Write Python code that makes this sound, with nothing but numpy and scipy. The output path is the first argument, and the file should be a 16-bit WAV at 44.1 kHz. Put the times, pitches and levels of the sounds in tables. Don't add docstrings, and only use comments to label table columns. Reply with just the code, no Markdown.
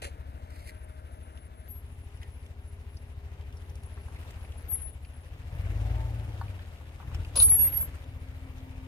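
import sys
import numpy as np
from scipy import signal
from scipy.io import wavfile
from scipy.ndimage import uniform_filter1d

SR = 44100
rng = np.random.default_rng(int(sys.argv[2]) if len(sys.argv) > 2 else 0)


def undo_db(level):
    steps = np.asarray(level, float) / 20
    return 10 ** steps


def waveform_to_disk(signal):
    frames = np.transpose(np.atleast_2d(signal))
    scaled = np.clip(frames, -1, 1) * 32767
    samples = np.round(scaled).astype(np.int16)
    wavfile.write(sys.argv[1], SR, samples)


N = 391166
CUT_S = 1.68
PORT_LAG = (21, 13)
# time_s, level_db
THROTTLE = [(0, 0), (1.66, -4), (1.7, -1.5), (4.8, 1.5), (5.3, -2.5), (5.48, 4), (5.6, 11.5), (5.88, 16.5),
            (6.25, 10.5), (6.55, 6), (6.8, -2.5), (6.98, -1.5), (7.19, 12), (7.31, 1.5), (7.42, 11),
            (7.8, 3.5), (8.0, 1.5), (8.87, 2)]
# time_s, level_db
CRUSH = [(0, 4), (.6, 3.5), (1.62, 3.5), (1.75, 4.5), (2.25, 5.5), (2.6, 4.5), (3.88, 6), (4.05, 7),
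         (4.3, 8.5), (4.5, 6.5), (4.75, 7.5), (4.95, 5), (5.75, 7.5), (6.82, 7), (7.3, 7.5), (7.55, 10.5),
         (7.86, 8.5), (8.1, 6.5), (8.87, 6.5)]


def in_time(rows, silent=False):
    s, *columns = np.transpose(rows)
    t = np.arange(N) / SR
    curves = [np.interp(t, s, column) for column in columns]
    if silent:
        curves.append(np.clip(np.minimum(t - s[0], s[-1] - t) / 0.0018, 0, 1))
    return curves


def at_hz(points, hz):
    points = np.array(points)
    return np.interp(np.log(hz), np.log(points[:, 0]), points[:, 1])


def before_change():
    return np.arange(N) < CUT_S * SR


def rms_one(x):
    return x / np.sqrt(np.mean(x ** 2) + 1e-20)


def drift(rate):
    r = np.exp(-32 * np.pi * rate / SR)
    slow = signal.lfilter([1], [1, -2 * r, r * r], rng.standard_normal(N // 16 + 4002))[4000:]
    return np.interp(np.arange(N) / 16, np.arange(len(slow)), rms_one(slow - slow.mean()))


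def peak(x, hz, width_hz):
    r = np.exp(-np.pi * width_hz / SR)
    poles = [1, -2 * r * np.cos(2 * np.pi * hz / SR), r * r]
    return signal.lfilter([(1 - r * r) / 2, 0, (r * r - 1) / 2], poles, x)


def placed(x, pan_db, lag=PORT_LAG):
    first = before_change()
    late = np.where(first, *[np.roll(x, k) for k in np.broadcast_to(lag, 2)])
    lean = undo_db((pan_db + 1.3 * first) / 2)
    return np.array([x * lean, late / lean])


def tone(hz, level_db, gate, wobble_hz, flutter_db, rate, lead=0):
    turns = np.cumsum(hz + wobble_hz * drift(rate)) / SR
    level = undo_db(level_db + flutter_db * drift(rate))
    return np.sqrt(2) * gate * level * np.sin(2 * np.pi * turns + lead)


def hums():
    # time_s, pitch_hz, level_db
    rotors = [
        [(0.1, 625.5, -70), (0.524, 617.5, -62.5), (1.66, 627.5, -65)],
        [(1.7, 406, -67.5), (3.95, 404.2, -66.5), (4.9, 397.5, -74)],
        [(1.7, 244.3, -68), (4.05, 242.7, -72), (5.2, 240, -70)],
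        [(7.3, 265.3, -65.5), (7.55, 260, -54), (7.8, 260.7, -63.5), (8.87, 263, -51.5)],
        [(6.45, 582, -66), (6.8, 550, -71), (7.05, 543, -68)],
        [(7.9, 533, -67), (8.87, 530, -75.5)],
        [(7.9, 924, -83.5), (8.87, 921, -69)],
        [(7.9, 2270, -69), (8.87, 2283, -71)],
        [(1.8, 438.7, -80), (5, 432.4, -72.5)],
    ]
    lines = [tone(*in_time(rotor, True), wobble_hz=2.45, flutter_db=2.0, rate=6.75) for rotor in rotors]
    return placed(sum(lines), 1.5)


def camshaft():
    # time_s, firing_hz
    firing_speed = [(0.0, 34.94), (0.43, 34.31), (1.67, 34.35), (1.69, 35.54), (2.08, 36.09), (3.2, 35.81),
                    (3.82, 36.41), (4.48, 36.1), (4.92, 35.08), (5.16, 35.36), (5.44, 37.9), (5.74, 51.31),
                    (5.99, 56.99), (6.31, 54.58), (6.81, 38.07), (7.12, 40.88), (8.08, 38.38),
                    (8.87, 39.88)]
    start_turns = (.106, .036)
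    firing_hz = in_time(firing_speed)[0]
    return firing_hz, np.cumsum(firing_hz) / (8 * SR) + np.where(before_change(), *start_turns)


def engine_bay(cam):
    # pitch_hz, level_db (per Hz)
    colour_first = [(170, -7), (260, -7), (344, -14), (600, -9), (1130, -14), (1600, -10.5), (2300, -15.5),
                    (3100, -20.5), (4500, -28), (7200, -32), (10300, -28), (16000, -36.5)]
    # pitch_hz, level_db (per Hz)
    colour_second = [(170, -15), (258, -10.5), (331, -19.5), (392, -16.5), (749, -15.5), (1080, -19.5),
                     (2300, -16), (3900, -28), (6930, -33.5), (10100, -32), (16000, -37)]
    # pitch_hz, correlation (0-1)
    likeness = [
        [(60, .99), (300, .92), (800, .85), (2000, .78), (4500, .4), (14000, .35)],
        [(60, .99), (300, .9), (800, .62), (2000, .3), (4500, .2), (14000, .15)],
    ]
    # pitch_hz, pan_db
    leaning = [(60, 2.4), (2000, 2.6), (14000, 1.6)]
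    # pitch_hz, level_db (in the band)
    rumble = [(28, -87), (50, -64), (100, -68), (140, -69)]
    bay_lag = (21, 9)
    # rest_db, follows_throttle (dB per dB), follows_crush (dB per dB)
    bay_law = [
        (-58, 0.41, 1.26),
        (-70, 0.41, 1.37),
        (-79.5, 0.2568, 1.7658),
    ]

    throttle_db, crush_db = in_time(THROTTLE)[0], in_time(CRUSH)[0]
    body_db, clatter_db, hiss_db = [db + a * throttle_db + b * crush_db for db, a, b in bay_law]
    first = before_change()
    grit_size = undo_db(2.5 * np.minimum(rng.exponential(1, N), 2.4))
    grit = 1 + 2.4 * (rng.random(N) < 400 / SR) * grit_size
    white = rng.standard_normal((2, 2, N)) * grit
    together = drift(21)
    beat = np.cos(2 * np.pi * 3 * cam)
    low_edges = 20 * 2 ** np.arange(0, 9.7, .4)
    high_edges = np.minimum(low_edges[1:], 16000)
    out = 0
    for k, (low, high) in enumerate(zip(low_edges, high_edges)):
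        hz = np.sqrt(low * high)
        sos = signal.butter(2, [low, high], "band", fs=SR, output="sos")
        mid, side = signal.sosfilt(sos, white[k % 2])
        alike = (1 + np.where(first, *[at_hz(curve, hz) for curve in likeness])) / 2
        share = [at_hz([(450, a), (2000, b), (6000, c)], hz) for a, b, c in np.eye(3)]
        swell_db = share[0] * (body_db + 60) + share[1] * (clatter_db + 64) + share[2] * (hiss_db + 72)
        colour_db = np.where(first, at_hz(colour_first, hz), at_hz(colour_second, hz)) - 38
        if hz < 160:
            colour_db = at_hz(rumble, hz) - 10 * np.log10(2 * (high - low) / SR)
        patch_db = 1.4 * drift(10.2) + (0.36 * together + 1.9 * beat) * min(hz / 2500, 1)
        gain = undo_db(colour_db + swell_db + patch_db)
        pan_db = at_hz(leaning, hz)
        out = out + placed(gain * np.sqrt(alike) * mid, pan_db, bay_lag)
        out = out + placed(gain * np.sqrt(1 - alike) * side, pan_db, bay_lag) * [[1], [-1]]
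    return out


def exhaust(firing_hz, cam):
    # pitch_hz, level_db
    pipe = [(47, -7), (58, 1.5), (80, 1.5), (95, -2), (103, -14.5), (109, -12.5), (119, -3), (142, -10.5),
            (162, -2)]
    # order, level_db
    order_sets = [
        [(8, 0)],
        [(16, 0)],
        [(11, 0), (13, 0)],
        [(19, 0), (21, -11), (24, 0), (27, -11), (29, -17), (32, -11)],
        [(44, 0), (54, -3), (88, 1), (109, -1), (126, -3)],
    ]
    # idle_db, follows_throttle (dB per dB), loss_db (per firing/s above the knee), coast_db (lost coasting)
    exhaust_law = [
        (-55, 1.45, 0, 2.5),
        (-45.5, 1.0037, 0.23, -1.5),
        (-51.5, 1.08, 0.01, 0.7),
        (-46.5, 1.0754, 1.38, 5),
        (-78.5, 0.8833, -0.67, 1),
    ]

    throttle_db = in_time(THROTTLE)[0]
    racing = np.maximum(firing_hz - 36.4, 0)
    slowing = uniform_filter1d(-np.gradient(firing_hz) * SR, size=4000)
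    coasting = np.clip(slowing / 30, 0, 1)
    out = 0
    for (idle_db, follows, loss_db, coast_db), orders in zip(exhaust_law, order_sets):
        gains = np.array([undo_db(db + at_hz(pipe, order * firing_hz / 8)) for order, db in orders])
        part_db = idle_db + follows * throttle_db - loss_db * racing - coast_db * coasting
        gains = gains * undo_db(part_db) / np.sqrt(np.sum(gains ** 2, axis=0) / 2)
        for gain, (order, _) in zip(gains, orders):
            uneven = undo_db((.4 + order / 40) * drift(4))
            jitter = order / 200 * drift(4 + order / 10)
            out = out - gain * uneven * np.cos(2 * np.pi * order * cam + jitter)
    return placed(out, 2.7)


def crackle():
    sizes = undo_db(2.5 * np.minimum(rng.exponential(1, N), 3.0)) * rng.choice([-1, 1], N)
    born = rng.random(N) < 600 * undo_db(4 * drift(8)) / SR
    dealt = rng.integers(0, 10, N)
    out = 0
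    for k, hz in enumerate(np.geomspace(600, 3300, num=10)):
        clicks = sizes * born * (dealt == k) + 1e-18
        ring = rms_one(peak(clicks, hz, 2.26 * hz / 9.2))
        out = out + placed(ring, (2, -1, 4)[k % 3], (12, -6, 3, -14)[k % 4])
    return undo_db(-87 + 3.44 * in_time(CRUSH)[0]) * rms_one(out)


def contact(burst, echo, s):
    # time_s, lag_samples
    contact_lag = [(1.6, 20), (2.2, -20), (2.9, 14), (4.3, 5), (6.4, -3), (7.9, -9)]
    lag = round(np.interp(s, *np.transpose(contact_lag)))
    return np.array([burst, .8 * np.roll(burst, lag) + .5 * echo])


def snaps():
    # start_s, peak_db, pitch_hz, crack_db, ring_s
    fractures = [(1.373, -62, 3000, -21, 0.043), (3.569, -64, 5450, -15, 0.065),
                 (2.215, -59, 1930, -27, 0.23), (2.969, -58.5, 5000, -20, 0.041),
                 (3.7544, -73.5, 2700, 15, 0.023), (3.834, -67, 2430, 5, 0.027),
                 (4.158, -57, 2170, -14, 0.1), (4.225, -63, 1890, -10, .08),
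                 (4.3067, -64.5, 1760, 6.5, 0.035), (4.447, -59, 2220, -16, 0.039),
                 (4.521, -69, 2530, -14, 0.046), (4.7162, -65, 1820, -6, 0.072),
                 (5.048, -58.5, 2560, -20, 0.041), (5.2634, -65, 1860, -11, 0.035),
                 (6.481, -58, 2400, -23, 0.021), (6.592, -54.5, 1760, -25, 0.023),
                 (7.1457, -51.5, 2840, -4, 0.04), (7.247, -53, 2700, -8.5, 0.035),
                 (7.3562, -57.5, 3780, 14, 0.04), (7.3993, -31, 3900, -17, 0.066),
                 (7.424, -52.5, 4220, -20, 0.034), (7.486, -54.5, 4580, -6, 0.038),
                 (7.5176, -45, 2100, -19, 0.029), (7.651, -47, 2200, -24, .03),
                 (7.6684, -45, 1950, -9.5, 0.031), (7.675, -53.5, 2700, -8, .03),
                 (7.784, -64, 5200, 7, 0.061), (6.412, -60, 4230, -6, .06), (7.494, -53.5, 4000, -8.5, .04),
                 (4.745, -63, 2000, -10, .08)]
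    # start_s, peak_db, pitch_hz
    dry_ticks = [(1.3608, -66, 3040), (2.172, -50.5, 2800), (2.2303, -44, 3050), (2.2832, -67, 2860),
                 (2.4634, -48, 3360), (2.959, -64, 5110), (3.41, -50, 3000), (3.47, -55, 2500),
                 (3.525, -49.5, 2990), (3.62, -54, 3200), (4.52, -47, 3300), (7.95, -49.5, 8000),
                 (3.6965, -53, 5910), (3.907, -59, 3230), (5.332, -55, 3190), (5.9459, -55, 3300),
                 (6.1993, -57, 3330), (6.324, -67, 3220), (6.6218, -55, 4640), (7.2315, -50, 2950),
                 (7.379, -43, 4060), (7.418, -37, 4050), (7.5976, -48, 3100), (7.6395, -41.5, 3400),
                 (7.756, -46, 2000), (7.8294, -51.5, 6800), (8.0406, -48, 3530), (8.5824, -48, 3240)]
    out, t = np.zeros((2, N)), np.arange(SR // 5) / SR
    rows = fractures + [(s, db - 13, hz, -6.5, 0.029) for s, db, hz in dry_ticks]
    bursts = rng.standard_normal((len(rows), 2, len(t)))
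    for (s, peak_db, hz, crack_db, ring_s), (burst, echo) in zip(rows, bursts):
        fade = np.minimum(t / 0.00058, 1) * undo_db(-60 * t / np.clip(ring_s, .004, .3))
        sides = contact(burst * fade, echo * fade, s)
        body = peak(peak(sides, hz, .22 * hz), hz, .45 * hz)
        body = body + .2 * peak(peak(sides, 1.7 * hz, .6 * hz), 1.7 * hz, .9 * hz)
        crack = peak(sides, 6000, 7600)
        sound = body / abs(body).max() + undo_db(crack_db) * crack / abs(crack).max()
        i = round(s * SR)
        out[:, i:i + len(t)] += undo_db(peak_db + 13.5) * sound[:, :N - i]
    return out


def knocks():
    # start_s, peak_db, pitch_hz (lowest mode), ring_s
    blows = [(6.412, -29, 778, 0.064), (6.81, -48.5, 770, 0.05), (7.001, -39, 794, 0.06),
             (7.025, -45, 853, .07), (7.115, -41, 850, 0.058), (7.1466, -38, 760, 0.028),
             (7.353, -35, 600, 0.09), (7.399, -34, 780, 0.044), (7.9405, -44, 1140, 0.065),
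             (3.975, -46, 944, 0.057), (.429, -56, 600, 0.035), (4.083, -42.5, 855, .04),
             (7.807, -45, 816, 0.047), (7.518, -39, 1010, .04), (7.827, -40.5, 970, .04),
             (3.835, -55, 695, .04), (4.152, -48, 700, .04), (4.441, -44, 637, .04), (4.557, -49, 730, .04),
             (4.712, -46, 710, 0.066), (6.93, -56, 600, .04)]
    # ratio (to the lowest mode), level_db
    rind = [(1, 0), (1.19, 2), (1.45, -1), (1.66, -9), (1.87, -4), (2.28, -11)]
    out, t = np.zeros((2, N)), np.arange(SR // 5) / SR
    chance = rng.random((len(blows), len(rind), 2))
    echoes = rng.standard_normal((len(blows), len(t)))
    for (s, peak_db, low_hz, ring_s), modes, echo in zip(blows, chance, echoes):
        body = 0
        for (ratio, db), (odd, turn) in zip(rind, modes):
            decay_db = 60 * t * ratio ** 0.27 / np.clip(ring_s, .01, .3)
            mode = np.sin(2 * np.pi * (low_hz * ratio * t + turn))
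            body = body + undo_db(db + 4 * (odd - .5) - decay_db) * mode
        body = body * np.minimum(t / 0.00059, 1)
        body = body * (1 + .3 * uniform_filter1d(echo, size=20))
        sound = contact(np.pad(body, (30, 0))[:len(t)], 0.21 * np.roll(body, 150), s)
        i = round(s * SR) - 30
        out[:, i:i + len(t)] += undo_db(peak_db) * sound / abs(sound).max()
    return out


def squirts():
    # time_s, level_db (1-9 kHz), thud_db (above that)
    jets = [
        [(.018, -41, -11), (.024, -42.5, -1), (.05, -39.5, -6), (.08, -53, 5), (.13, -71, -24)],
        [(.42, -76, -12), (.5, -67, -12), (.56, -57.5, -29), (.65, -60.5, -23), (.68, -50, -20),
         (.688, -56, -20), (.696, -50, -22), (.74, -77, -10)],
        [(7.352, -61, 0), (7.356, -37, -9), (7.376, -34.5, -8.5), (7.397, -45.5, -1), (7.4, -35, -18.5),
         (7.414, -43, -16), (7.423, -38, -19), (7.45, -50, -6.5), (7.51, -62.5, 3)],
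    ]
    # pitch_hz, width_hz, level_db
    jet_peaks = [
        [(1760, 1700, -2), (3930, 490, -15), (7060, 590, -10.5), (9500, 1500, -6.5)],
        [(2100, 630, -6), (4260, 1300, -10.5), (8400, 1700, -17), (10300, 3800, -10.5)],
        [(1010, 860, 10), (3830, 2400, 13), (6320, 13000, 10), (2230, 2000, 10)],
    ]
    jet_lags = (21, -20, 1)
    white = rng.standard_normal((2, N)) * undo_db(2.8 * drift(120))
    out = 0
    for jet, peaks, lag, alike in zip(jets, jet_peaks, jet_lags, (.8, .75, .35)):
        right = alike * np.roll(white[0], lag) + np.sqrt(1 - alike ** 2) * white[1]
        noise = np.array([white[0], right])
        thud = rms_one(peak(peak(noise, 500, 220), 500, 300))
        level_db, thud_db, gate = in_time(jet, True)
        bands = [undo_db(db) * rms_one(peak(peak(noise, hz, w), hz, 2 * w)) for hz, w, db in peaks]
        out = out + gate * undo_db(level_db) * (rms_one(sum(bands)) + undo_db(thud_db) * thud)
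    return out


def drag():
    # start_s, length_s, pitch_hz (at first), level_db
    grabs = [(0.525, 0.12, 10000, -85), (0.625, 0.23, 10220, -65), (.88, 0.38, 10070, -73),
             (1.085, 0.4, 10100, -68.5), (1.327, 0.14, 10170, -64.5), (1.544, 0.51, 10140, -70),
             (1.955, 0.2, 10100, -69.5), (2.118, 0.24, 10100, -72.5), (2.306, 0.19, 10160, -70),
             (2.6, 0.27, 10070, -72), (2.887, 0.28, 10140, -72), (3.522, 0.37, 10140, -75),
             (3.71, 0.17, 9970, -74), (3.829, 0.14, 10250, -64.5), (3.99, 0.28, 10120, -70),
             (4.384, .18, 10140, -67), (4.566, 0.068, 10160, -64), (4.677, 0.12, 10040, -63),
             (5.016, 0.28, 10150, -69.5), (8.07, 0.082, 10070, -78), (8.19, .08, 9970, -79),
             (8.304, 0.42, 10080, -84)]
    edge_db = 7.5
    hz, level_db, gate = np.full(N, 10050.), np.full(N, -90.), np.zeros(N)
    for s, length_s, first_hz, db in grabs:
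        part = slice(round(s * SR), round((s + length_s) * SR))
        done = np.linspace(0, 1, part.stop - part.start)
        hz[part] = first_hz - 156 * done ** 2
        fall_db = np.interp(done, [0, 0.1, 1], [edge_db, 0, edge_db])
        level_db[part] = db - fall_db ** 2 / edge_db
        gate[part] = 1
    hz, level_db, gate = uniform_filter1d([hz, level_db, gate], size=600)
    return placed(tone(hz, level_db, gate, wobble_hz=27.0, flutter_db=4.0, rate=28.6), 9.7, lag=1)


def squeals():
    # time_s, pitch_hz, level_db, pan_db (left over right)
    glides = [
        [(1.678, 11690, -90, 16), (1.684, 11800, -61, 18), (1.713, 11600, -44, 12), (1.738, 11530, -49, 2),
         (1.779, 11520, -50, 7), (1.802, 11680, -65, 7), (1.84, 11600, -82, -1)],
        [(4.67, 11900, -73, 6), (4.691, 11840, -43, 10), (4.722, 11500, -31, 10), (4.74, 11200, -26, 7.5),
         (4.789, 10870, -50, 10), (4.82, 10900, -53, 3), (4.93, 10880, -89, 7)],
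        [(4.816, 10550, -36, 7), (4.829, 10200, -42, 11.5), (4.872, 10180, -49.5, 21), (4.9, 10100, -53, 13),
         (4.918, 9900, -70, 11), (4.935, 10120, -57, 17), (4.97, 10040, -81, 2)],
        [(7.386, 10400, -40, 0), (7.397, 10600, -30, 2), (7.408, 10700, -28, 2), (7.418, 10690, -25, -3),
         (7.428, 10670, -18, 0), (7.438, 10300, -35, 4), (7.455, 10460, -40, 0.5)],
    ]
    glide_lags = (1, 17, 2, 9)
    out = 0
    for glide, lag in zip(glides, glide_lags):
        hz, level_db, pan_db, gate = in_time(glide, True)
        sound = tone(hz, level_db - .2, gate, wobble_hz=24, flutter_db=1.6, rate=70)
        out = out + placed(sound, pan_db, lag)
    return out


def screech():
    # time_s, pitch_hz, level_db, pan_db (left over right), lead_rad (of the left)
    bites = [
        [(7.358, 10500, -58, 1, .3), (7.363, 10330, -28, 2, .3), (7.373, 10250, -20, 4, 0),
         (7.381, 10180, -29, 3, 0), (7.39, 10330, -19, 4, .2), (7.405, 10470, -21, 5, 1.8),
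         (7.416, 10460, -20, 8, 2.1), (7.428, 10780, -15, -3, 2.2), (7.442, 10920, -13.5, -3, 2.85)],
        [(7.463, 10950, -17.5, -2, 2.9), (7.478, 10980, -24, -4, 3.3), (7.492, 11030, -22, -4, 3.9),
         (7.504, 11110, -15.5, 2, 2.75), (7.525, 11180, -17, 6, 2.5), (7.538, 11220, -18.5, 1, 1.8),
         (7.555, 11250, -20, 5, -.2), (7.566, 11280, -21, 12, -1.1), (7.577, 11335, -25, 2, -1.3)],
        [(7.595, 11322, -20, -3, -1.3), (7.62, 11335, -19, -2, -1.2), (7.642, 11395, -20.5, 3, -2.6),
         (7.667, 11430, -23, -1, -2.3), (7.685, 11490, -26, -3, .5), (7.697, 11545, -35, -2, -.8),
         (7.718, 11590, -38, 6, -.7), (7.735, 11580, -29, -8, 2.8), (7.762, 11520, -27, -5, .4)],
        [(7.775, 11545, -21, -8, 0), (7.787, 11575, -33, -12, -1), (7.799, 11600, -33, -4, -2.6),
         (7.812, 11645, -25, 0, -3.9), (7.83, 11640, -31, 3, -4.3), (7.845, 11640, -35, 4, -3.7),
         (7.865, 11630, -52, 0, -5), (7.89, 11650, -76, 0, -5)],
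    ]
    hz, level_db, pan_db, lead, gate = in_time(np.concatenate(bites), True)
    sides = np.array([[.5], [-.5]])
    share = undo_db(sides * pan_db) / np.sqrt(np.mean(undo_db(2 * sides * pan_db), axis=0))
    rasp = 1 + .08 * np.array([drift(220), drift(220)])
    return share * rasp * tone(hz, level_db, gate, wobble_hz=12, flutter_db=1.2, rate=70, lead=sides * lead)


def brakes():
    out = drag() + screech() + squeals()
    tail_s = np.arange(SR // 4) / SR
    tail = rng.standard_normal((2, SR // 4)) * undo_db(-60 * tail_s / .1)
    return out + undo_db(-43) * signal.fftconvolve(out, tail, axes=1)[:, :N]


def scene():
    firing_hz, cam = camshaft()
    background = hums() + engine_bay(cam) + exhaust(firing_hz, cam)
    crushing = crackle() + snaps() + knocks() + squirts()
    return background + crushing + brakes()


def roll_off(x):
    return signal.sosfilt(signal.butter(12, 15900, fs=SR, output="sos"), x)


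def band(x, edges, kind):
    return signal.sosfiltfilt(signal.butter(6, edges, kind, fs=SR, output="sos"), x)


def record(dry):
    t = np.arange(N) / SR
    squeal = uniform_filter1d(np.mean(band(dry, [9700, 12200], "band") ** 2, axis=0), size=900)
    starved = np.clip((10 * np.log10(squeal + 1e-12) + 41) / 5, 0, .995)
    crack = uniform_filter1d(np.mean(band(dry, [2500, 8000], "band") ** 2, axis=0), size=900)
    quiet = np.clip((-40 - 10 * np.log10(crack + 1e-12)) / 2, 0, 1)
    starved = starved * quiet ** (t < 7.418)
    top = band(band(dry, 12700, "high"), 12700, "high")
    gap = starved ** 8 * (t < 7.67) * band(dry, [9050, 9600], "band")
    wet = band(dry - starved * (top + gap), 18, "high")
    wet = signal.sosfilt(signal.cheby2(12, 60, 16450, fs=SR, output="sos"), wet)
    return roll_off(wet)


dry = scene()
out = record(dry)
waveform_to_disk(out)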